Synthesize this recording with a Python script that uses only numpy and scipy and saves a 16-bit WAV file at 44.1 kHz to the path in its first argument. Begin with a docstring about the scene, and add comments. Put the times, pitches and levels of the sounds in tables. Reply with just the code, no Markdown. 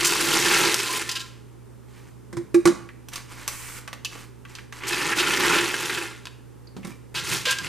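"""Shelled peanuts pour from a jar into a metal cooker pot, drumming on its floor and ringing its wall.
The empty plastic jar knocks on the counter with a hollow boom. Fingers rub the next jar, its lid snaps
and its seal tears with a hiss. The second pour follows, the banked nuts shortening the wall's ring.
Last, a hand spreads the heap. All is heard close to the pot, in a small kitchen with a mains hum."""
import sys
import numpy as np
from scipy import signal
from scipy.fft import rfft, irfft, next_fast_len
from scipy.io import wavfile
from scipy.ndimage import map_coordinates

SR = 44100
rng = np.random.default_rng(int(sys.argv[2]) if len(sys.argv) > 2 else 0)


def output_pcm(signal):
    """Save a mono or channel-first signal as 16-bit PCM at the path in sys.argv[1].

    Samples are clipped to [-1, 1] before scaling.
    """
    pcm = np.clip(np.atleast_2d(signal).T, -1, 1) * 32767
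    wavfile.write(sys.argv[1], SR, np.round(pcm).astype(np.int16))


N = 338688
TOUCH_S = 7.143  # the hand lands on the heap
TOP_HZ = 15250  # microphone band limit

# Jars tipped out. Each row: start, fullest moment and running out in seconds, rattle at the fullest in dB,
# swell and fade in dB per second, crisp top re rattle in dB.
POURS = [(-0.08, 0.644, 0.97, -22.5, 10, 78, -1), (4.806, 5.577, 5.985, -22, 13.5, 107.5, -6)]
# Modes of the pot's wall. Each row: frequency in Hz, relative level in dB, T60 in seconds.
WALL_MODES = [(1040, 7, 0.12), (1365, 1, 0.13), (1620, 4.5, 0.08), (2560, -1.5, 0.11), (2840, -3.5, 0.07),
              (3105, -1, 0.042), (4890, -2, 0.025), (7280, -1.5, 0.07)]


def peanuts():
    """Nuts collide in clumps: they drum on the pot's floor, rattle in its hollow and tick on each other."""
    # Collision spectrum. Each row: frequency in Hz, relative density in dB.
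    spectrum = [(60, -24), (140, -5), (210, -8.5), (290, -5.5), (345, 5), (410, 1), (480, -11), (690, -20),
                (830, -4.5), (1700, -3.5), (2600, -2.5), (3500, -7.5), (7000, -9.5), (10000, -13.5),
                (15000, -23.5)]
    hail = grains(per_second=3800, scatter_db=3.6, cycles=2.2, spread=.85)
    hail += amp(-2.5) * stereo_noise(N, width=.09)
    clumps = amp(1.4 * wobble(110) + .5 * wobble(30))
    hail = coloured(hail * clumps, spectrum)
    below = lambda hz, edge_hz: 1 / (1 + (hz / edge_hz) ** 8)
    drum = unit(filtered(hail, lambda hz: below(hz, 730)))
    rattle = unit(filtered(hail + pot_air(hail), lambda hz: below(hz, 3670) - below(hz, 490)))
    crisp = unit(filtered(hail, lambda hz: 1 - below(hz, 3280)))
    level, top = np.add(pouring(), spreading())
    ticks = level * rattle + top * crisp
    hand = np.arange(N) / SR >= TOUCH_S  # shoves the whole heap and muffles the floor
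    shove = amp(-5.5) * hand * level * burst(N, 132, octaves=0.51, width=0.51)
    floor = amp(-6 - 3.5 * hand) * level * drum
    return ticks + floor + shove + amp(-26) * pot_ring(ticks)


def pouring():
    """Gains of rattle and crisp top: each stream opens, swells, thins once the bulk is out, and dies."""
    # The stream falters at the jar's mouth. Each row: time and half length in seconds, dip in dB.
    stalls = [(1.057, 0.019, 7), (5.148, 0.013, 14)]
    open_s, open_db = 0.086, 9.5  # the first nuts slide over the rim
    thin_s, thin_db = 0.13, 10
    dulling_db_per_db = 0.3  # nuts in a thick stream cushion each other
    settle_db_per_s = 10  # the last nuts roll to rest and lose their top
    t, level, top = np.arange(N) / SR, np.zeros(N), np.zeros(N)
    stall_db = sum(db * np.exp(-((t - s) / half_s) ** 2) for s, half_s, db in stalls)
    for start_s, fullest_s, empty_s, db, swell_db_per_s, fade_db_per_s, crisp_db in POURS:
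        opening = ramp(start_s, open_s)
        stream_db = -swell_db_per_s * np.maximum(fullest_s - t, 0) - thin_db * ramp(fullest_s, thin_s)
        ends_db = open_db * (opening - 1) - fade_db_per_s * since(empty_s)
        gain = (t >= start_s) * amp(db + stream_db + ends_db - stall_db)
        top_db = crisp_db - dulling_db_per_db * stream_db - settle_db_per_s * since(empty_s)
        level += gain
        top += gain * opening * amp(top_db)
    return level, top


def spreading():
    """Gains of rattle and crisp top under the hand: each push builds and eases."""
    # Pushes through the heap. Each row: hardest moment in seconds, rattle in dB, top re rattle in dB.
    pushes = [(7.171, -34.5, -8), (7.328, -29.5, 3), (7.52, -41, -7), (7.66, -35.5, -3)]
    rise_db_per_s, fall_db_per_s = 153, 152
    t, levels, tops = np.arange(N) / SR, [], []
    for s, db, crisp_db in pushes:
        gain = (t >= TOUCH_S) * amp(db - rise_db_per_s * np.maximum(s - t, 0) - fall_db_per_s * since(s))
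        levels.append(gain)
        tops.append(gain * amp(crisp_db))
    return np.linalg.norm(levels, axis=0), np.linalg.norm(tops, axis=0)


def strikes():
    """A clump chatters against the wall, a single nut cracks once, and the wall rings on."""
    # Clumps hitting the pot. Each row: start in seconds, relative level in dB, centre in Hz, hold in seconds.
    clumps = [(0.047, -6, 6670, 0.012), (0.068, -6.5, 7000, 0.0094), (0.53, -15.5, 2310, 0.02),
              (1.091, -12, 4400, 0.0047), (1.114, -17.5, 5270, 0.008), (1.153, -17.5, 3570, 0.018),
              (1.195, -23.5, 4240, 0.021), (4.879, -17, 7100, 0.014), (4.929, -12.5, 2870, 0.0059),
              (5.121, -12, 1980, 0.013), (5.186, -9.5, 3160, 0.023), (5.264, -13, 2420, 0.014),
              (5.532, -12.5, 2360, 0.0188), (5.897, -13, 2150, 0.0054), (7.149, -17.5, 3480, 0.049),
              (7.454, -12.5, 2960, 0.075), (7.465, -19, 500, 0.0146), (7.509, -10, 7000, 0.0038)]
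    # Single hard hits. Each row: start in seconds, relative level in dB, centre in Hz.
    hits = [(0.7433, -7, 6100), (5.586, -7, 2440), (5.7418, -13.5, 2070), (5.9478, -16.5, 3200),
            (6.255, -23, 3700), (6.27, -23, 2800), (7.455, -12, 3070), (7.586, -15.5, 4000)]
    out, t = np.zeros((2, N)), np.arange(SR // 4) / SR
    for s, db, centre_hz, hold_s in clumps:
        fade_db = -60 * np.maximum(t - hold_s, 0) / 0.057
        octaves = np.clip(0.16 * (centre_hz / 1600) ** 2.65, .14, .85)  # harder hits: higher and broader
        add(out, s, amp(db - 13.5 + fade_db) * burst(len(t), centre_hz, octaves, width=0.31))
    crack = amp(-60 * t / 0.0027) + amp(-2.5 - 60 * t / 0.039)
    for s, db, centre_hz in hits:
        add(out, s, amp(db - 9.5) * crack * burst(len(t), centre_hz, octaves=0.72, width=0.15))
    banked = np.arange(N) / SR > POURS[1][0]  # nuts damp the wall from the second pour on
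    return out + amp(-2) * (pot_ring(out * ~banked) + pot_ring(out * banked, t60_scale=0.35))


def wall_slides():
    """Nuts slide along the wall and swell one mode in uneven nudges; it then dies at its own speed."""
    # Each row: start and length in seconds, level in dB, mode frequency in Hz.
    slides = [(0.44, 0.12, -30, 2560), (0.813, 0.15, -34, 1030), (1.09, 0.15, -43, 1045),
              (7.465, 0.05, -24.5, 1601), (7.585, 0.008, -30, 1607)]
    out, t = np.zeros(N), np.arange(N) / SR
    mode_hz, _, mode_t60_s = np.transpose(WALL_MODES)
    for s, length_s, db, hz in slides:
        envelope = stroke(s, length_s, rise_s=length_s / 2, t60_s=np.interp(hz, mode_hz, mode_t60_s))
        out += amp(db) * envelope * np.sin(2 * np.pi * hz * t + 1.2 * wobble(45))
    return out * amp(2.5 * wobble(60))


def pot_ring(x, t60_scale=1):
    """The wall's modes, driven by x; loose nuts blur their pitch."""
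    t = np.arange(SR // 2) / SR
    free, damped = np.zeros((2, len(t)))
    for hz, db, t60_s in WALL_MODES:
        tone = np.cos(2 * np.pi * hz * t + .5 * wobble(110)[:len(t)])
        free += amp(db - 60 * t / t60_s) * tone
        damped += amp(db - 60 * t / (t60_s * t60_scale)) * tone
    return signal.fftconvolve(x, damped[None] / np.linalg.norm(free), axes=1)[:, :N]


def pot_air(x):
    """Each resonance of the air in the pot comes and goes as the nuts land in new places."""
    # Each entry: an air resonance in Hz.
    modes_hz = [1392, 1768, 2096, 2585]
    width_hz = 90
    return sum(amp(-3 + 4 * wobble(9)) * resonate(x, [(hz, width_hz, 0)]) for hz in modes_hz)


def jar_knocks(boom_hz=345, boom_s=0.05):
    """The empty jar booms at one pitch until the hand damps it; the counter thumps and the rim clacks."""
    # Bumps on the counter. Each row: start in seconds, boom in dB, thump in dB, thump pitch in Hz,
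    # clack in dB, clack pitch ratio.
    knocks = [(2.328, -36.5, -35, 189, -36, 0.94), (2.369, -25, -30, 130, -31, 0.9),
              (2.544, -9, -34, 190, -21, 1.04), (2.655, -9, -24.5, 157, -12, 0.984),
              (2.674, -42, -21.5, 240, -16, 0.73), (6.766, -57.5, -27.5, 195, -39.5, 0.6),
              (6.848, -39.5, -29.5, 179, -32, 0.98)]
    # Resonances of the clack. Each row: frequency and width in Hz, gain per pass in dB.
    clack_modes = [(538, 260, 5), (805, 60, 4.5), (1140, 207, 5.5), (1500, 520, 1.5), (2100, 500, 1),
                   (3850, 1630, -4.5), (5500, 1360, -9), (8200, 6400, -3)]
    low, clacks, t = np.zeros((2, N)), np.zeros((2, N)), np.arange(SR // 4) / SR
    swell = (1 - np.exp(-t / 0.0012)) * np.exp(-(t / boom_s) ** 3.7)
    for s, boom_db, thump_db, thump_hz, clack_db, pitch in knocks:
        add(low, s, amp(boom_db) * swell * np.sin(2 * np.pi * boom_hz * t))
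        add(low, s, amp(thump_db - 60 * t / 0.14) * np.sin(2 * np.pi * thump_hz * t))
        add(low, s, amp(thump_db - 7 - 60 * t / 0.4) * burst(len(t), thump_hz, octaves=0.51, width=0.64))
        modes = [(hz * pitch, width_hz, db) for hz, width_hz, db in clack_modes]
        clack = unit(resonate(resonate(stereo_noise(len(t), width=0.45), modes), modes))
        add(clacks, s, amp(clack_db - 60 * t / 0.074) * clack)
    clacks = filtered(clacks, lambda hz: 1 / np.sqrt(1 + (hz / 9000) ** 6))  # soft plastic: little top
    return low, clacks * amp([[-1.5], [1.5]])


def finger_rubs():
    """Fingers take hold of a jar, rub it with an uneven grip and let go."""
    # Each row: start and length in seconds, level in dB.
    rubs = [(1.862, 0.22, -56), (3.11, 0.066, -39.5), (3.277, 0.526, -44.5), (4.096, 0.12, -44),
            (4.462, 0.14, -51.5), (4.718, 0.07, -42), (6.817, 0.097, -50)]
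    # Friction spectrum. Each row: frequency in Hz, relative density in dB.
    spectrum = [(340, 2), (690, -5), (950, 5.5), (2200, 4.5), (3500, -2), (8000, -3.5), (15000, -13.5)]
    friction = grains(per_second=2500, scatter_db=3, cycles=1, spread=.6) + stereo_noise(N, width=.2)
    grip = amp(2 * wobble(45))
    level = sum(amp(db) * stroke(s, length_s, rise_s=0.036, t60_s=0.24) for s, length_s, db in rubs)
    return level * unit(coloured(friction * grip, spectrum))


def seal_peel(start_s=3.478, length_s=0.31, sag_db_per_s=6.5):
    """The seal gives at once with a hiss, then peels ever more easily."""
    # Hiss spectrum. Each row: frequency in Hz, relative density in dB.
    spectrum = [(690, -29.5), (1000, -12), (2200, 4), (3800, -10.5), (8000, 0), (15000, -9.5)]
    envelope = stroke(start_s, length_s, rise_s=0.005, t60_s=0.064)
    hiss = unit(coloured(stereo_noise(N, width=1), spectrum))
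    return amp(-38.5 - sag_db_per_s * since(start_s)) * envelope * hiss


def jar_snaps(crack_t60_s=0.003, flutter_t60_s=0.066):
    """The plastic cracks sharply, flutters and rings the full jar's shell."""
    # Snaps and taps of jar, lid and seal. Each row: start in seconds, relative level in dB, centre in Hz,
    # breadth in octaves.
    snaps = [(2.89, -26.5, 1850, 0.3), (3.086, -25.5, 7060, 7.2), (3.135, -20.5, 3950, 1.8),
             (3.158, -14.5, 3520, 1.4), (3.478, -9, 7000, 4), (3.877, -19.5, 1400, 1.3),
             (3.93, -19.5, 1190, 1.9), (4.048, -13, 4400, 1.2), (4.054, -14.5, 2720, 0.15),
             (4.153, -25.5, 450, 1.7), (4.452, -29, 1850, 0.66), (4.552, -22, 3630, 0.73),
             (4.586, -23, 2000, 0.5), (4.725, -21.5, 1850, 1.04), (4.837, -17, 2190, 0.5),
             (6.672, -32.5, 4560, 0.069), (6.831, -28.5, 2280, 0.23), (6.871, -28, 1950, 6.6),
             (6.92, -29, 2370, 0.027)]
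    # Resonances of the full jar. Each row: frequency and width in Hz, gain in dB.
    shell_modes = [(1150, 58, 8), (2660, 89, 0.5), (2930, 54, -4), (4510, 27, -14), (6060, 330, -2.5)]
    out, t = np.zeros((2, N)), np.arange(SR // 4) / SR
    decay = amp(-60 * t / crack_t60_s) + amp(-60 * t / flutter_t60_s)
    for s, db, centre_hz, octaves in snaps:
        add(out, s, amp(db - 13) * decay * burst(len(t), centre_hz, octaves, width=0.5))
    return out + resonate(out, shell_modes)


def kitchen(x, predelay_samples=200):
    """Reverberation in which each frequency dies at its own speed."""
    # Room decay. Each row: frequency in Hz, T60 in seconds.
    t60_s = [(600, 0.47), (1600, 0.56), (12000, 0.37)]
    hz, t, bins = signal.stft(stereo_noise(SR // 2, width=0.29), SR, nperseg=256)
    tail = signal.istft(bins * amp(-60 * t / along(t60_s, hz)[:, None]), SR, nperseg=256)[1]
    tail = np.pad(tail / np.linalg.norm(tail[0]), ((0, 0), (predelay_samples, 0)))
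    return signal.fftconvolve(x, tail, axes=1)[:, :N]


def background():
    """An appliance hums over faint room air."""
    # Hum partials; the close pair throbs. Each row: frequency in Hz, rms level in dB.
    partials = [(64.1, -53.5), (120, -48), (127.4, -62.5), (240, -63.5)]
    # Room air spectrum. Each row: frequency in Hz, relative density in dB.
    spectrum = [(30, -22), (130, -12), (400, -10), (690, -26), (850, -19.5), (4000, -36), (10000, -36),
                (15000, -44)]
    t = np.arange(N) / SR
    hum = sum(amp(db) * np.sin(2 * np.pi * hz * t + 0.394 * wobble(4.3)) for hz, db in partials)
    air = unit(coloured(stereo_noise(N, width=1), spectrum))
    return np.sqrt(2) * hum + amp(-51) * air


def grains(per_second, scatter_db, cycles, spread):
    """Tiny collisions, each a damped sine with its own pitch, size and place; white on average."""
    when, pitch, strength, place = rng.random((int(per_second * N / SR), 4)).T[:, :, None]
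    hz, t = 150 * 100 ** pitch, np.arange(160) / SR
    life_s = np.minimum(cycles / hz, t[-1] / 3)
    size = amp(-scatter_db * np.log(1 - .98 * strength)) * np.sqrt(hz / life_s)
    pings = size * np.sin(2 * np.pi * hz * t) * np.exp(-t / life_s)
    pan = spread * (2 * place - 1) * np.sqrt(hz / TOP_HZ)  # short waves are the most directional
    index = ((when * N).astype(int) + np.arange(len(t))).ravel()
    channels = [np.bincount(index, (pings * (1 + side * pan)).ravel())[:N] for side in (-1, 1)]
    return unit(np.array(channels))


def burst(size, centre_hz, octaves, width):
    """Stereo noise of rms 1 in a spectral hump."""
    hump = lambda hz: 1 / (1 + (np.log2((hz + 1) / centre_hz) / octaves) ** 2)
    return unit(filtered(stereo_noise(size, width), lambda hz: hump(hz) / np.sqrt(1 + (hz / 11000) ** 4)))


def stereo_noise(size, width):
    """White noise; width is the ratio of side to mid."""
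    mid, side = rng.standard_normal((2, size))
    return np.array([mid + width * side, mid - width * side])


def wobble(knots_per_s):
    """A smooth random curve."""
    return map_coordinates(rng.standard_normal(4096), [np.arange(N) * knots_per_s / SR], mode="wrap")


def filtered(x, response):
    """x times a response of frequency."""
    n = x.shape[-1]
    m = next_fast_len(n + SR // 4)
    return irfft(rfft(x, m) * response(np.fft.rfftfreq(m, 1 / SR)), m)[..., :n]


def coloured(x, spectrum):
    """x shaped by (Hz, dB) points."""
    return filtered(x, lambda hz: amp(along(spectrum, hz)))


def resonate(x, modes):
    """x through a set of (Hz, width Hz, dB) resonances."""
    band = lambda f, hz, width_hz: 1j * f * width_hz / (hz * hz - f * f + 1j * f * width_hz)
    return filtered(x, lambda f: sum(amp(db) * band(f, hz, width_hz) for hz, width_hz, db in modes))


def along(points, hz):
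    """(Hz, value) points read on a log axis."""
    knots_hz, values = np.transpose(points)
    return np.interp(np.log(hz + 1), np.log(knots_hz), values)


def stroke(start_s, length_s, rise_s, t60_s):
    """Attack, hold and release."""
    return ramp(start_s, rise_s) * amp(-60 * since(start_s + length_s) / t60_s)


def ramp(start_s, length_s):
    """Linear rise from 0 to 1."""
    return np.minimum(since(start_s) / length_s, 1)


def since(start_s):
    """Seconds since a moment, 0 before it."""
    return np.maximum(np.arange(N) / SR - start_s, 0)


def add(track, start_s, sound):
    """Mix a sound into a track."""
    part = track[..., round(start_s * SR):][..., :sound.shape[-1]]
    part += sound[..., :part.shape[-1]]


def amp(db):
    """Decibels to gain."""
    return 10 ** (np.asarray(db) / 20)


def unit(x):
    """Scaled to rms 1."""
    return x / np.sqrt(np.mean(x ** 2) + 1e-20)


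def scene():
    """The pot in the middle, the jars handled a little to the right, all in the humming kitchen."""
    pot = peanuts() + strikes() + wall_slides()
    handling = (finger_rubs() + seal_peel() + jar_snaps()) * amp([[-.8], [.8]])
    booms, clacks = jar_knocks()
    room = kitchen(amp(-9) * pot + amp(-8.5) * handling + amp(-17.5) * booms + amp(-10) * clacks)
    return pot + handling + booms + clacks + room + background()


def record(dry):
    """A band-limited microphone pair narrows the image most near 2 kHz and leans right in the bass."""
    # Stereo width. Each row: frequency in Hz, side gain in dB.
    side_db = [(600, 2), (2000, -11), (8000, -3)]
    # Balance. Each row: frequency in Hz, left re right in dB.
    tilt_db = [(300, -4), (1200, -1), (12000, 0)]
    # Phase between channels. Each row: frequency in Hz, lead of the left in radians.
    lead_rad = [(60, 2.05), (260, 0.64), (1600, 0.046)]
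    sign = np.array([[.5], [-.5]])
    stereo = dry.mean(axis=0) + sign * coloured(dry[0] - dry[1], side_db)
    mismatch = lambda hz: amp(sign * along(tilt_db, hz)) * np.exp(1j * sign * along(lead_rad, hz))
    return filtered(stereo, lambda hz: mismatch(hz) * (hz < TOP_HZ))


dry = scene()
out = record(dry)
output_pcm(out)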